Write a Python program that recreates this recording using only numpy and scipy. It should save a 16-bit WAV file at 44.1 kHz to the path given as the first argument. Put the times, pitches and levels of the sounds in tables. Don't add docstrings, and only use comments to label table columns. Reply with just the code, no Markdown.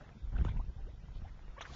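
import sys
import numpy as np
from scipy import signal
from scipy.fft import rfft, irfft
from scipy.io import wavfile
from scipy.ndimage import uniform_filter1d

SR = 44100
rng = np.random.default_rng(int(sys.argv[2]) if len(sys.argv) > 2 else 0)


def boost_factor(decibels):
    exponent = np.asarray(decibels, float) / 20
    return 10 ** exponent


def to_wav(sig):
    pcm = np.clip(np.atleast_2d(sig), -1, 1) * 32767
    pcm = np.round(pcm).astype(np.int16)
    wavfile.write(sys.argv[1], SR, pcm.T)


N = 77175


def evened(x):
    return x / np.sqrt(np.mean(x ** 2) + 1e-20)


def steadied(x, size):
    return x / np.sqrt(uniform_filter1d(x ** 2, size=size) + 0.17)


def smoothed(x, size, axis=-1):
    return uniform_filter1d(x, size=size, axis=axis)


def read(points, hz):
    f, value = np.transpose(points)
    return np.interp(np.log(hz + 1), np.log(f + 1), value)


def follow(curve, axis=1):
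    columns = np.transpose(curve)
    return np.interp(np.arange(N) / SR, columns[0], columns[axis])


def add(mix, s, sound):
    part = mix[max(round(s * SR), 0):][:len(sound)]
    part += sound[:len(part)]


def noise(shape, patchy_db, size):
    frames, hz = 4 * N // size + 5, np.fft.rfftfreq(size, 1 / SR)
    real, imag, patches = rng.standard_normal((frames, len(hz), 3)).T
    patches = evened(smoothed(smoothed(patches, size // 100, axis=0), 6, axis=1))
    inside = (hz > shape[0][0] * .5) & (hz < shape[-1][0] * 1.5)
    gain = boost_factor(read(shape, hz)[:, None] + patchy_db * patches) * inside[:, None]
    z = (real + 1j * imag) * gain
    return evened(signal.istft(z, nperseg=size, noverlap=size - size // 4)[1][:N])


def chirp(hz, octaves, length, peak_at=.45):
    count = max(round(length * SR), 8)
    u = np.arange(count) / count
    swell = np.sin(np.pi * u ** (np.log(.5) / np.log(np.clip(peak_at, .05, .95))))
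    glide = 1 - (1 - u) ** 1.8
    return swell * np.sin(2 * np.pi * np.cumsum(hz * 2 ** (octaves * glide)) / SR)


# start in seconds, peak level in dB, start frequency in Hz, rise in octaves, length in seconds.
BUBBLE_CHIRPS = [(.0, -61, 694, 0.2, 0.022), (.008, -58, 560, .2, .038), (.05, -61, 152, 0.71, 0.05),
                 (0.107, -60.5, 673, 0.11, 0.023), (.148, -51.5, 206, 0.12, 0.04),
                 (.325, -62.5, 698, 0.33, 0.033), (.351, -56.5, 1470, 0.079, 0.015),
                 (.363, -49, 1195, .45, .009), (.384, -51.5, 603, .5, .012), (.384, -54, 1254, .35, .012),
                 (.462, -47.5, 1256, .1, .0087), (.468, -50.5, 928, .07, 0.0091),
                 (.478, -54.5, 1550, -0.091, .016), (.484, -51, 954, .05, 0.0098),
                 (.447, -58, 2930, .02, 0.013), (.446, -59, 3520, 0.013, .008),
                 (.415, -61, 3110, .02, 0.0087), (.381, -58.5, 2620, -0.014, 0.0088),
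                 (0.562, -54.5, 855, 0.22, 0.013), (.593, -49, 960, .05, .016), (.593, -52, 500, 1.3, .028),
                 (0.774, -64, 775, 0.032, 0.052), (.866, -55, 310, 1.15, .042),
                 (1.236, -58, 540.7, .7, .034), (1.246, -55, 680, .25, .016),
                 (1.565, -53, 973, -0.025, .009), (1.612, -52, 1274, 0.0079, .013),
                 (1.619, -52, 1250, .05, .014), (1.607, -48, 680, 0.062, .012),
                 (1.703, -55.5, 364, 0.14, 0.0099), (1.162, -65, 475, 0.5, 0.017),
                 (1.6505, -48, 1300, .2, .005), (1.642, -58, 1800, 0.18, .008),
                 (1.695, -52, 1120, .05, .013), (1.726, -52, 640, .25, .013)]


def bubbles():
    out = np.zeros(N)
    for s, db, hz, octaves, length in BUBBLE_CHIRPS:
        tone = chirp(hz, octaves, length, peak_at=0.4)
        wobble = evened(smoothed(smoothed(rng.standard_normal(4000), 80), 80))[:len(tone)]
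        wobble_db = 2 * wobble
        add(out, s, boost_factor(db + wobble_db) * tone)
    return out


def pop(hz):
    t = np.arange(700) / SR
    cycles, sag, puff_share = 2.2, 0.75, 0.22
    fade = np.exp(-t * hz / cycles * 2) * np.minimum(t / 0.00065, 1)
    sagging_hz = hz * (1 - sag * (1 - np.exp(-t / 0.0052)))
    ring = np.sin(2 * np.pi * np.cumsum(sagging_hz) / SR)
    puff = evened(signal.lfilter([1], [1, -1.6, .66], rng.standard_normal(len(t))))
    return fade * (ring + puff_share * puff)


# start in seconds, peak level in dB, cavity frequency in Hz.
SKIN_BURSTS = [(0.048, -45.5, 1740), (.473, -42, 1610), (.416, -44, 900), (.449, -29, 1105),
               (.469, -45.5, 1010), (0.486, -41.5, 1000), (.568, -53, 2370), (1.218, -47.5, 1100),
               (1.275, -47, 850), (1.281, -44.5, 2115), (1.375, -50.5, 700), (1.506, -50, 895),
               (.091, -47.5, 700)]


def pops():
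    out = np.zeros(N)
    for s, db, hz in SKIN_BURSTS:
        add(out, s, boost_factor(db) * pop(hz))
    return out


# start in seconds, peak level in dB, start frequency in Hz, length in seconds.
CRATER_GULPS = [
    (0.41, -40, 407, 0.012),
    (.451, -34.5, 551, 0.0077),
]


def gulps():
    out = np.zeros(N)
    for s, db, hz, length in CRATER_GULPS:
        add(out, s, boost_factor(db) * chirp(hz, -1.54, length, peak_at=0.32))
    return out


# multiple of the fundamental, level in dB.
VENT_HARMONICS = [(1, -6.5), (2, -3.5), (3, -13), (4, -14.5), (5, -32)]


def vent():
    out = np.zeros(N)
    start_s, level_db, fundamental_hz, length_s, rise_octaves = 1.578, -45, 545, .021, .08
    for k, db in VENT_HARMONICS:
        squeak = chirp(k * fundamental_hz, rise_octaves, length_s, peak_at=0.25)
        add(out, start_s, boost_factor(level_db + db) * squeak)
    return out


def splash(hz, width_hz, length):
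    ragged_db = 2.7 * evened(smoothed(rng.standard_normal(4096), 50))
    raw = rng.standard_normal(4096) * boost_factor(ragged_db)
    band = np.exp(-((np.fft.rfftfreq(4096, 1 / SR) - hz) / width_hz) ** 2 * 2)
    count = round(length * SR)
    u = np.arange(count) / count
    return evened(irfft(rfft(raw) * band)[:count]) * np.sin(np.pi * u ** 0.49)


# start in seconds, level in dB, centre in Hz, width in Hz, length in seconds.
RAGGED_SPLASHES = [(.378, -63, 3110, 1220, .022), (.345, -80, 8000, 900, 0.043),
                   (0.44, -71.5, 6500, 2800, 0.061), (.484, -58, 3350, 600, .016),
                   (.499, -64, 3300, 900, .025), (.488, -63, 2240, 350, .05), (.568, -64, 2420, 910, 0.024),
                   (1.143, -68.5, 3250, 2520, 0.066), (1.269, -69.5, 2000, 640, 0.044),
                   (1.586, -61.5, 3050, 1000, 0.07), (1.608, -59.5, 6000, 1000, 0.031),
                   (1.607, -48, 1900, 2200, .013), (1.618, -55.5, 1420, 1400, 0.034),
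                   (1.614, -50.5, 2920, 570, 0.0048), (1.618, -49.5, 3504, 670, 0.016),
                   (1.652, -53, 1750, 1100, .022)]


def splashes():
    out = np.zeros(N)
    for s, db, hz, width_hz, length in RAGGED_SPLASHES:
        add(out, s, boost_factor(db) * splash(hz, width_hz, length))
    return out


# start in seconds, peak level in dB,
# frequency in Hz.
SHARP_BURSTS = [(1.6085, -38, 900), (1.6088, -42, 2300), (1.6125, -40, 1300), (1.6143, -43, 2100),
                (1.6165, -38, 1600), (1.6538, -38.5, 1500), (1.6595, -49, 1900), (.0915, -51, 1900),
                (.064, -54, 1300), (.274, -57, 800), (.412, -44, 1350), (.571, -55, 1900),
                (1.085, -53, 900), (1.392, -52, 800), (1.393, -55, 1700), (1.481, -53, 1850),
                (1.481, -54, 1050), (1.481, -56, 500)]


def sharp_bursts():
    out, t = np.zeros(N), np.arange(600) / SR
    for s, db, hz in SHARP_BURSTS:
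        fade = np.exp(-t * hz / 1.1) * np.minimum(t * hz * 2, 1)
        ring = fade * np.sin(2 * np.pi * hz * t)
        add(out, s, boost_factor(db) * ring / abs(ring).max())
    return out


# time in seconds, level in dB.
WATER_CHURN = [(0, -60), (.13, -66), (.2, -85.5), (.33, -68), (.36, -60.5), (.41, -58), (.435, -65),
               (.46, -54), (.51, -59.5), (.56, -65.5), (.64, -72.5), (1.1, -75), (1.28, -65.5), (1.33, -71),
               (1.55, -68), (1.59, -58), (1.604, -66), (1.63, -58), (1.67, -57), (1.75, -64)]
# frequency in Hz, density in dB per Hz.
FIZZ_SPECTRUM = [(240, -25.5), (400, 1.5), (1080, -3.5), (1250, -3), (1870, -5), (3580, -17.5), (4440, -25),
                 (7000, -27.5), (9100, -41), (15400, -120)]
# time in seconds, level in dB.
SPRAY_LEVEL = [
    (1.6, -78),
    (1.66, -65),
    (1.7, -62.5),
    (1.75, -55.5),
]
# frequency in Hz, density in dB per Hz.
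SPRAY_SPECTRUM = [(300, -10.5), (800, -3), (1400, -9), (2700, -9), (4200, -6), (5600, -9), (7400, -15.5)]


def fizz():
    per_s, kinds = 1500, 30
    happens = rng.random(N) < per_s / SR
    size = boost_factor(2.5 * np.minimum(rng.exponential(1, N), 3)) * happens
    kind, grains = rng.integers(0, kinds, N), np.zeros(N)
    for k, hz in enumerate(np.geomspace(FIZZ_SPECTRUM[0][0], FIZZ_SPECTRUM[-1][0], num=kinds)):
        cycles = rng.uniform(3, 6.2) * (1 + hz / 3500)
        tone = chirp(hz, 0.23, cycles / hz, peak_at=0.39)
        grain = tone * boost_factor(read(FIZZ_SPECTRUM, hz)) * hz / np.sqrt(cycles)
        grains += signal.oaconvolve(size * (kind == k), grain)[:N]
    wet = boost_factor(-5) * evened(grains) + boost_factor(-4) * noise(FIZZ_SPECTRUM, patchy_db=4.5, size=512)
    spray = boost_factor(follow(SPRAY_LEVEL)) * noise(SPRAY_SPECTRUM, patchy_db=1.5, size=512)
    return boost_factor(follow(WATER_CHURN)) * wet + spray


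# time in seconds, level in dB, share of fast eddies in dB.
WIND_GUSTS = [(0, -55.5, -4), (.215, -57.5, -1.5), (.24, -43.5, -15.5), (.31, -40, -15.5), (.35, -37.5, -7),
              (.46, -37, -4), (.54, -38.5, -6), (.61, -38.5, -7.5), (.63, -42.5, -15.5), (.7, -42.5, -10.5),
              (.73, -51, -15), (.77, -42, -13), (.93, -47.5, -11.5), (1.06, -49, -8), (1.2, -47, -8.5),
              (1.3, -47, -14), (1.45, -50, -10), (1.66, -55, -6), (1.72, -48.5, -5.5)]
# frequency in Hz, density in dB per Hz.
BUFFET_SPECTRUM = [(14, -17.5), (24, -5), (34, 8.5), (55, 0.5), (80, -3), (120, -20.5), (200, -32.5),
                   (400, -63)]
# frequency in Hz, density in dB per Hz.
EDDY_SPECTRUM = [(50, -33), (85, 0), (130, 2.5), (200, -8), (320, -16.5), (700, -27)]
# start in seconds, peak level in dB, frequency in Hz.
WIND_PUFFS = [(.234, -31, 44), (.265, -32, 30.2), (0.3473, -25, 40), (0.3887, -26.5, 42),
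              (0.4107, -21.5, 65.8), (.448, -27.5, 80), (.4635, -26, 66), (.485, -33, 40), (.5035, -28, 60),
              (.325, -34, 62), (.552, -29.5, 28), (.583, -28.5, 31), (.65, -36, 39.5), (.68, -33.5, 39.7),
              (.752, -38.5, 40.2), (.8165, -32, 29.1), (1.097, -37.5, 34.3), (1.155, -32.5, 36.1),
              (1.222, -33, 40), (1.2185, -41, 120), (1.329, -42, 24.3), (1.43, -42, 28), (1.475, -41, 22),
              (.15, -50, 130)]


def wind():
    low = steadied(noise(BUFFET_SPECTRUM, patchy_db=2.5, size=4096), size=4400)
    eddies = steadied(noise(EDDY_SPECTRUM, patchy_db=1.0, size=2048), size=2000)
    buffet_strength = np.sqrt(abs(smoothed(low ** 2, 700)))
    eddies = evened(eddies * (0.13 + buffet_strength))
    out = boost_factor(follow(WIND_GUSTS)) * (low + boost_factor(follow(WIND_GUSTS, axis=2)) * eddies)
    for s, db, hz in WIND_PUFFS:
        add(out, s, boost_factor(db) * chirp(hz, 0, 1.05 / hz, peak_at=0.49))
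    return out


# frequency in Hz, density in dB per Hz.
AIR_SPECTRUM = [(150, -5), (400, -16), (1500, -19), (3850, -23.5), (4150, -36.5), (5150, -36.5),
                (5400, -27), (5900, -35.5)]


def air():
    return boost_factor(-66) * noise(AIR_SPECTRUM, patchy_db=2, size=1024)


def scene():
    pool = bubbles() + pops() + gulps() + splashes() + vent()
    return (pool + sharp_bursts() + fizz() + wind() + air())[None]


def holes(x):
    hz, _, z = signal.stft(x, SR, nperseg=2048, noverlap=1536)
    chance = rng.standard_normal(z.shape[1:][::-1]).T
    chance = smoothed(smoothed(chance, 6, axis=0), 6, axis=1)
    strength = abs(z[0])
    usual = np.median(strength, axis=1)[:, None]
    chosen = (chance < np.quantile(chance, .36)) & (strength < 1.7 * usual)
    gated = chosen | (strength < .6 * usual)
    gated &= ((hz > 1650) & (hz < 4050))[:, None]
    return signal.istft(z * boost_factor(-26 * gated), SR, nperseg=2048, noverlap=1536)[1][:, :N]


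def top_cut(x):
    return signal.sosfilt(signal.butter(12, 8150, fs=SR, output="sos"), x)


def record(dry):
    edge = signal.firwin(3001, 7290, window=("kaiser", 9), fs=SR)
    leak = signal.firwin(61, 7500, fs=SR)
    x = holes(dry)
    kept = signal.oaconvolve(x, edge[None], "same")
    bright = signal.sosfilt(signal.butter(2, 1000, "high", fs=SR, output="sos"), x)
    loud_db = 10 * np.log10(abs(smoothed(bright ** 2, 1000)) + 1e-12)
    leak_db, knee_db = -10.5, -56
    leak_gain = boost_factor(leak_db + np.minimum(loud_db - knee_db, 0))
    over = leak_gain * signal.oaconvolve(x - kept, leak[None], "same")
    hiss = boost_factor(-104) * rng.standard_normal(x.shape)
    return top_cut(kept + over + hiss)


dry = scene()
out = record(dry)
to_wav(out)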